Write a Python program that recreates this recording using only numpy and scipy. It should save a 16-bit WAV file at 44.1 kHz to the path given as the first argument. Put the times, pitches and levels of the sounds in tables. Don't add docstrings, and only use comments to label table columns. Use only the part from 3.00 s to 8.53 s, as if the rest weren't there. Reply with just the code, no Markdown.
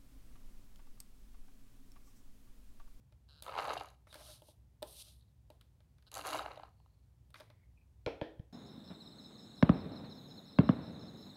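import sys
import numpy as np
from scipy import signal
from scipy.io import wavfile
from scipy.ndimage import uniform_filter1d

SR = 44100
rng = np.random.default_rng(int(sys.argv[2]) if len(sys.argv) > 2 else 0)


def master_out(mix):
    frames = np.transpose(np.atleast_2d(mix))
    ceiling = np.clip(frames, -1, 1)
    pcm = np.round(ceiling * 32767).astype(np.int16)
    wavfile.write(sys.argv[1], SR, pcm)


N = 243740
T = np.arange(N) / SR

# [centre_hz, width_hz, relative_db]
SHELL = [(500, 120, -2.5), (634, 70, 3), (783, 155, 13), (1032, 264, 14), (1263, 120, 11), (1544, 200, 2),
         (2100, 300, 2)]
# [centre_hz, width_hz, relative_db]
CARD = [(317.5, 46.7, -4.5), (462, 660, -12), (602.3, 45.6, 5), (860, 46, -2)]
# [frequency_hz, relative_db]
PEEL = [(880, -24.5), (1500, -6.5), (2510, -7), (2810, 5.5), (3430, -10), (3840, 2), (4950, -6),
        (5800, -25), (7540, -39.5), (12800, -120)]
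# [frequency_hz, relative_db]
KNOCK = [(600, -25.5), (1100, 5.5), (1800, 3.5), (2100, 4.5), (2450, 3), (3500, -36.5)]
# [frequency_hz, relative_db]
SOFT = [(1000, 0), (4000, -40)]


def gain_of(db):
    return 10 ** (np.asarray(db) / 20)


def read(points, hz):
    f, value = np.transpose(points)
    return np.interp(np.log(hz + 1), np.log(f + 1), value)


def colour(x, points):
    hz = abs(np.fft.fftfreq(8192, 1 / SR))
    log_gain = np.log(gain_of(np.maximum(read(points, hz), -100)))
    spectrum = np.exp(np.conj(signal.hilbert(log_gain)))
    response = np.fft.ifft(spectrum).real[:4096]
    return signal.oaconvolve(x, response / np.linalg.norm(response))[:len(x)]


def ring(x, modes):
    t = T[:2048]
    response = np.zeros(len(t))
    for hz, width, db in modes:
        decay = np.exp(-np.pi * width * t)
        response += gain_of(db) * np.sqrt(width) * decay * np.sin(2 * np.pi * hz * t)
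    no_bass = signal.butter(5, .85 * modes[0][0], "high", fs=SR, output="sos")
    response = signal.sosfilt(no_bass, response)
    return signal.oaconvolve(x, response / np.linalg.norm(response))[:len(x)]


def levels(tables, count):
    out = np.zeros((count, N))
    for rows in tables:
        s, *columns = np.transpose(rows)
        out += [gain_of(np.interp(T, s, c, -200, -200)) for c in columns]
    return uniform_filter1d(out, size=128, axis=1)


def bursts(train, decay_s, between):
    fade = np.exp(-2 / (decay_s * SR))
    power = signal.lfilter([1], [1, -fade], uniform_filter1d(train ** 2, size=50))
    near = uniform_filter1d(power, size=1300) + 1e-9
    gain = np.sqrt(abs(power) / near + between) / np.sqrt(1 + between)
    return gain * rng.standard_normal(N)


def flicker(depth_db, span_s):
    steps = rng.standard_normal(int(N / SR / .001) + 2)
    slow = signal.lfilter([1], [1, -np.exp(-.001 / span_s)], steps)
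    wander = np.interp(T, np.arange(len(slow)) / 1000, slow / slow.std())
    gain = gain_of(depth_db * wander)
    return gain / np.sqrt(np.mean(gain ** 2))


def slips(counts, spread_db):
    train = np.zeros(N)
    for rows in counts:
        s, count = np.transpose(rows)
        at = np.interp(np.arange(count[0], count[-1] + 1), count, s)
        uneven = rng.uniform(-0.12909, 0.0993, len(at))
        at = at + uneven * np.gradient(at)
        train[(at * SR).astype(int)] = gain_of(spread_db * rng.standard_normal(len(at)))
    return train


def touches(rows, fades_s):
    t = T[:1500]
    drive = np.zeros((2, len(fades_s), N))
    fades = np.exp(-t / np.array(fades_s)[:, None])
    for s, *dbs in rows:
        at = round(s * SR)
        touch = fades * np.minimum(t / 0.00074, 1) * rng.standard_normal(len(t))
        touch /= np.linalg.norm(touch, axis=1)[:, None]
        drive[0, :, at:at + len(t)] += gain_of(dbs)[:, None] * touch
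        drive[1, :, at] += gain_of(dbs)
    return drive


def air():
    # [frequency_hz, relative_db]
    air_spectrum = [(12, -59.5), (20, -34.5), (43, -10.5), (65, 1.5), (81, -7.5), (110, -3), (193, -19),
                    (430, -31.5), (897, -36), (1290, -42), (2530, -44.5), (16000, -50.5)]
    hum_hz, hum_db, air_db = 59.4, -67.5, -65
    hum = gain_of(hum_db) * np.sin(2 * np.pi * (hum_hz * T + rng.random()))
    noise = colour(rng.standard_normal(N + SR), air_spectrum)[SR:]
    return hum + gain_of(air_db) * noise


def taps():
    # [start_s, thud_db, click_db, brightness_db]
    contacts = [(0.123, -58.5, -50.5, -3), (0.423, -47.5, -28, 9), (0.434, -53.5, -36, 1),
                (1.07, -53, -50, -15), (1.127, -49.5, -34, -1.5), (1.142, -63, -28, -0.5),
                (1.155, -40, -35.5, -4), (1.42, -46, -45, 5), (1.486, -46.5, -53, 4), (1.822, -34, -41, 12),
                (1.827, -28.5, -25.5, 3), (2.502, -43, -41, 2), (2.611, -87, -41.5, 0),
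                (2.804, -61.5, -53.5, -3), (2.983, -75, -51, -4), (3.024, -80, -50.5, -1),
                (4.304, -63.5, -49.5, 4), (4.342, -55, -33, -7), (4.356, -54, -41.5, -12),
                (4.4, -50.5, -38.5, 0), (4.405, -42, -35.5, -3), (4.416, -46.5, -55.5, -18),
                (4.501, -50, -44, -8)]
    # [frequency_hz, relative_db]
    tick = [(1800, -22), (3200, 0.5), (4100, -1), (6500, -13), (7600, -39.5)]
    sizzle = [(6500, -19.5), (8500, -3), (16000, -13.5)]
    knock_db, sizzle_db = -4, -6
    rows = [(s, thud, click + knock_db - bright, click, click + sizzle_db + bright)
            for s, thud, click, bright in contacts]
    blurred = [(hz, 4.1 * width, db) for hz, width, db in CARD]
    drives = touches(rows, [.0015, 0.0063, 0.0022, 0.0022])
    thud_drive = colour(drives[1, 0], SOFT)
    close_and_far = []
    for (_, low, middle, high), card in zip(drives, [CARD, blurred]):
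        click = colour(low, KNOCK) + colour(middle, tick) + colour(high, sizzle)
        close_and_far.append(ring(thud_drive, card) + click)
    return close_and_far


def creak():
    # [time_s, slips_so_far]
    presses = [
        [(.289, 0), (.4058, 17)],
        [(3.068, 0), (3.086, 4)],
    ]
    # [frequency_hz, relative_db]
    slip_spectrum = [(290, -39.5), (500, -14), (796, -15), (1080, -12.5), (1550, -6), (2050, -39.5),
                     (2820, -10), (3530, -11.5), (3980, 1), (5330, -15), (5850, -30), (12000, -26),
                     (15600, -70.5)]
    train = slips(presses, 1.5)
    running = uniform_filter1d(train, size=600) > 1e-6
    rasp = gain_of(-30) * running * bursts(train, 0.0022, 0.6)
    return colour(gain_of(-44.5) * (train + rasp), slip_spectrum)


def runner():
    # [time_s, teeth_so_far]
    teeth_drawn = [
        [(.424, 2), (.7043, 30), (.7836, 41), (.8357, 45), (.8858, 47), (.9043, 48)],
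        [(3.1172, 0), (3.1308, 1), (3.1527, 3), (3.1792, 6), (3.2473, 14), (3.4357, 41), (3.5431, 53),
         (3.69, 62)],
    ]
    # [time_s, rumble_db, ratchet_db]
    strokes = [
        [(0.44, -66.5, -67), (0.48, -51.5, -69), (0.53, -49, -77), (0.6, -44.5, -61), (0.72, -42, -65.5),
         (0.8, -51, -67), (0.95, -77.5, -79)],
        [(3.115, -65, -62.5), (3.17, -48.5, -50.5), (3.23, -52.5, -63.5), (3.27, -45.5, -51),
         (3.37, -42.5, -53), (3.44, -50.5, -72), (3.6, -61.5, -84), (3.68, -69.5, -88), (3.77, -105, -101)],
    ]
    # [start_s, level_db]
    loud_teeth = [(.731, -34.5), (.737, -28), (3.141, -24), (3.152, -23.5), (3.269, -21)]
    # [frequency_hz, relative_db]
    ratchet_spectrum = [(1470, -18.5), (2500, -16.5), (2900, -9), (4410, 0), (5310, -11), (6350, 0.5),
                        (8330, -8.5), (10800, -2.5), (16000, -21)]
    # [centre_hz, width_hz, relative_db]
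    drone_modes = [(299.6, 13.3, 0)]
    drone_db = [-24.5, -14.5]
    # [centre_hz, width_hz, relative_db]
    press_modes = [(109, 69, 0)]
    smears = [0.19, 0.058]
    peel_db, peel_share, press_db = -6.5, 0.25, -22

    rumble, ratchet = levels(strokes, count=2)
    clicks = slips(teeth_drawn, 2.59)
    first = T < strokes[0][-1][0]

    shell = ring(rumble * flicker(3.54, 0.0045) * rng.standard_normal(N), SHELL)
    drone_gain = gain_of(np.where(first, *drone_db))
    drone = ring(drone_gain * rumble * rng.standard_normal(N), drone_modes)
    press = ring(gain_of(press_db) * rumble * rng.standard_normal(N), press_modes)

    peel = gain_of(peel_db) * ratchet ** peel_share * rumble ** (1 - peel_share)
    tape = colour(peel * flicker(6.9, 0.0095) * bursts(clicks, 0.0019, 0.882), PEEL)

    snaps = touches(loud_teeth, [.0012])[0, 0]
    buzz = ratchet * bursts(clicks, 0.0016, np.where(first, *smears))
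    teeth = colour(buzz + snaps, ratchet_spectrum)
    return shell + drone + press + tape + teeth


def judders():
    # [start_s, peak_db, pitch_hz]
    jolts = [(0.464, -38, 1230), (0.479, -36, 980), (0.494, -37, 1130), (0.522, -38, 960),
             (0.538, -36, 970), (0.552, -33, 910), (0.563, -33.5, 910), (0.577, -28.5, 920),
             (0.588, -25, 1130), (0.597, -26, 1220), (0.606, -32.5, 970), (0.62, -31.5, 1000),
             (0.644, -33, 900), (0.652, -30.5, 1130), (0.663, -36.5, 1110), (0.68, -29.5, 800),
             (0.698, -29.5, 805), (0.705, -26, 1140), (0.711, -35, 1000), (0.72, -33, 913),
             (0.733, -30, 905), (0.766, -31.5, 793), (0.809, -32.5, 817), (0.845, -42.5, 990),
             (3.192, -34, 1260), (3.25, -31.5, 1220), (3.281, -36, 1000), (3.33, -28, 1110),
             (3.345, -28, 870), (3.359, -31, 900), (3.392, -27.5, 1290), (3.403, -33.5, 800),
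             (3.419, -40, 900), (3.46, -32.5, 945), (3.573, -41, 650), (3.596, -43, 820),
             (3.633, -38.5, 784), (3.8, -61, 914), (3.86, -59.5, 936)]
    crack_db = -17.5
    out, cracks = np.zeros((2, N))
    t = T[:700]
    for s, db, hz in jolts:
        noise = rng.standard_normal(len(t))
        swing = np.sin(2 * np.pi * hz * t + 3 * noise[0])
        jolt = (t * hz) ** 2 * np.exp(-t * hz / 0.68) * (swing + 2.2 * noise)
        sound = ring(jolt, SHELL)
        at = round(s * SR)
        out[at:at + len(t)] += gain_of(db) * sound / abs(sound).max()
        cracks[at:at + len(t)] += gain_of(db + crack_db) * np.exp(-t / 0.0029) * noise
    return out + colour(cracks, PEEL)


def slides():
    # [start_s, loudest_s, end_s, hiss_db, fizz_over_hiss_db, hum_over_hiss_db, scrape_over_hiss_db]
    movements = [(1.07, 1.316, 1.411, -60, -1.5, -0.5, -41), (1.383, 1.5, 1.55, -72, 1, -28, -23),
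                 (1.86, 1.88, 2.21, -66, 4.5, -16, -16), (1.926, 2.024, 2.028, -55, -1.5, -10.5, -36),
                 (2.003, 2.072, 2.17, -65, -6, -9, -27), (4.338, 4.373, 4.47, -69.5, -6, 5, 3.5)]
    # [frequency_hz, relative_db]
    hiss_spectrum = [(1060, -42), (1800, -93), (2030, -25), (2780, -7.5), (3980, -0.5), (7500, -12),
                     (9750, -77), (16500, -120)]
    fizz_spectrum = [(6800, -13.5), (8300, 15.5), (10000, 17), (13000, 11), (16000, -5)]
    rise_db, fall_db = -19, -23
    power = np.zeros((4, N))
    for start, top, end, db, *over_db in movements:
        u = np.interp(T, [start, top, end], [-1, 0, 1])
        slope_db = np.where(u < 0, rise_db, fall_db) * abs(u) ** 1.7
        swell = gain_of(db + slope_db) * (abs(u) < 1)
        power += (gain_of([0, *over_db])[:, None] * swell) ** 2
    hiss, fizz, hum, scrape = np.sqrt(power)
    fibres = flicker(1.6, 0.0011) * rng.standard_normal(N)
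    paper = colour(hiss * fibres, hiss_spectrum) + colour(fizz * fibres, fizz_spectrum)
    hum_drive = hum * flicker(4.6, 0.061) * rng.standard_normal(N)
    humming = 0.6 * ring(hum_drive, CARD) + 0.65 * ring(hum_drive, SHELL[2:])
    scraping = colour(scrape * flicker(7.9, 0.0014) * rng.standard_normal(N), KNOCK)
    return paper + humming + scraping


def rasps():
    # [start_s, end_s, centre_hz, width_hz, level_db]
    thin_rasps = [(1.084, 1.157, 3770, 260, -68), (2.07, 2.324, 3880, 900, -82.5),
                  (3.5, 4.074, 4280, 400, -91.5), (4.41, 4.721, 2095, 299, -85),
                  (4.76, 4.84, 2485, 201, -83)]
    out = np.zeros(N)
    for start, end, hz, width, db in thin_rasps:
        along = np.clip((T - start) / (end - start), 0, 1)
        swell = np.sin(np.pi * along ** 0.67) ** 0.36
        band = signal.butter(2, [hz - width / 2, hz + width / 2], "band", fs=SR, output="sos")
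        rasp = signal.sosfilt(band, flicker(5.3, 0.0065) * rng.standard_normal(N))
        out += gain_of(db) * swell * rasp / rasp.std()
    return out


def landings():
    # [start_s, thud_db, clack_db, landing_end]
    bounces = [(5.062, -22.5, -17.5, 0.013), (5.073, -20, -37, 0.58), (5.213, -21.5, -21, 0.97),
               (5.225, -29.5, -30, 0.8), (5.394, -45, -40, 0.9)]
    # [centre_hz, width_hz, nose_relative_db, heel_relative_db]
    casing = [(1440, 110, 3, 0), (1810, 140, -12, 12.5), (2430, 300, 7.5, 7.5), (3140, 240, -1, 10.5),
              (4020, 230, -8, -23.5), (5260, 220, -8, -35)]
    # [centre_hz, width_hz, relative_db]
    table_modes = [(319.6, 22, 7), (482, 230, 10), (570, 130, 3), (807, 120, -7.5)]
    # [frequency_hz, relative_db]
    hard = [(5000, -3), (7200, -15), (9000, -12)]
    rows = [(s, thud, clack - 99 * end, clack - 99 * (1 - end)) for s, thud, clack, end in bounces]
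    close_and_far = []
    for (low, on_nose, on_heel), blur in zip(touches(rows, [.004, .0015, .0015]), [1, 1.7]):
        nose = [(hz, blur * width, db) for hz, width, db, _ in casing]
        heel = [(hz, blur * width, db) for hz, width, _, db in casing]
        thud = ring(colour(low, SOFT), table_modes)
        clack = colour(ring(on_nose, nose) + ring(on_heel, heel), hard)
        close_and_far.append(thud + clack)
    return close_and_far


def thumps():
    # [peak_s, peak_db, pitch_hz]
    pushes = [(5.07, -35, 96), (5.222, -33.5, 124), (5.4, -34.5, 112)]
    out = np.zeros(N)
    for s, db, hz in pushes:
        u = (T - s) * hz
        out -= gain_of(db) * np.exp(-(u / 0.4) ** 2) * np.cos(2 * np.pi * u)
    return out


def room(x):
    # [frequency_hz, t60_s]
    decay_times = [(300, 0.4), (3000, 0.35), (7000, 0.35), (14000, 0.54)]
    tail = np.zeros(SR)
    at = np.arange(300, SR - 20, 20)
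    tail[at + rng.integers(0, 20, len(at))] = rng.choice([-1., 1.], len(at))
    hz, t, bands = signal.stft(tail, SR, nperseg=256)
    t60 = np.maximum(read(decay_times, hz), .05)[:, None]
    tail = signal.istft(bands * gain_of(-60 * t / t60), SR, nperseg=256)[1]
    return signal.fftconvolve(x, tail / np.linalg.norm(tail))[:N]


def scene():
    work = creak() + runner() + judders() + slides() + rasps()
    tap_close, tap_far = taps()
    land_close, land_far = landings()
    echo = room(gain_of(-13.5) * work + gain_of(-8.0) * tap_far + gain_of(-3.5) * land_far)
    return (air() + tap_close + work + land_close + thumps() + echo)[None]


def record(dry):
    edge_hz = 15900
    low_pass = signal.firwin(511, edge_hz, window=("kaiser", 9), fs=SR)
    return signal.oaconvolve(dry, low_pass[None], "same")


dry = scene()
out = record(dry)
master_out(out)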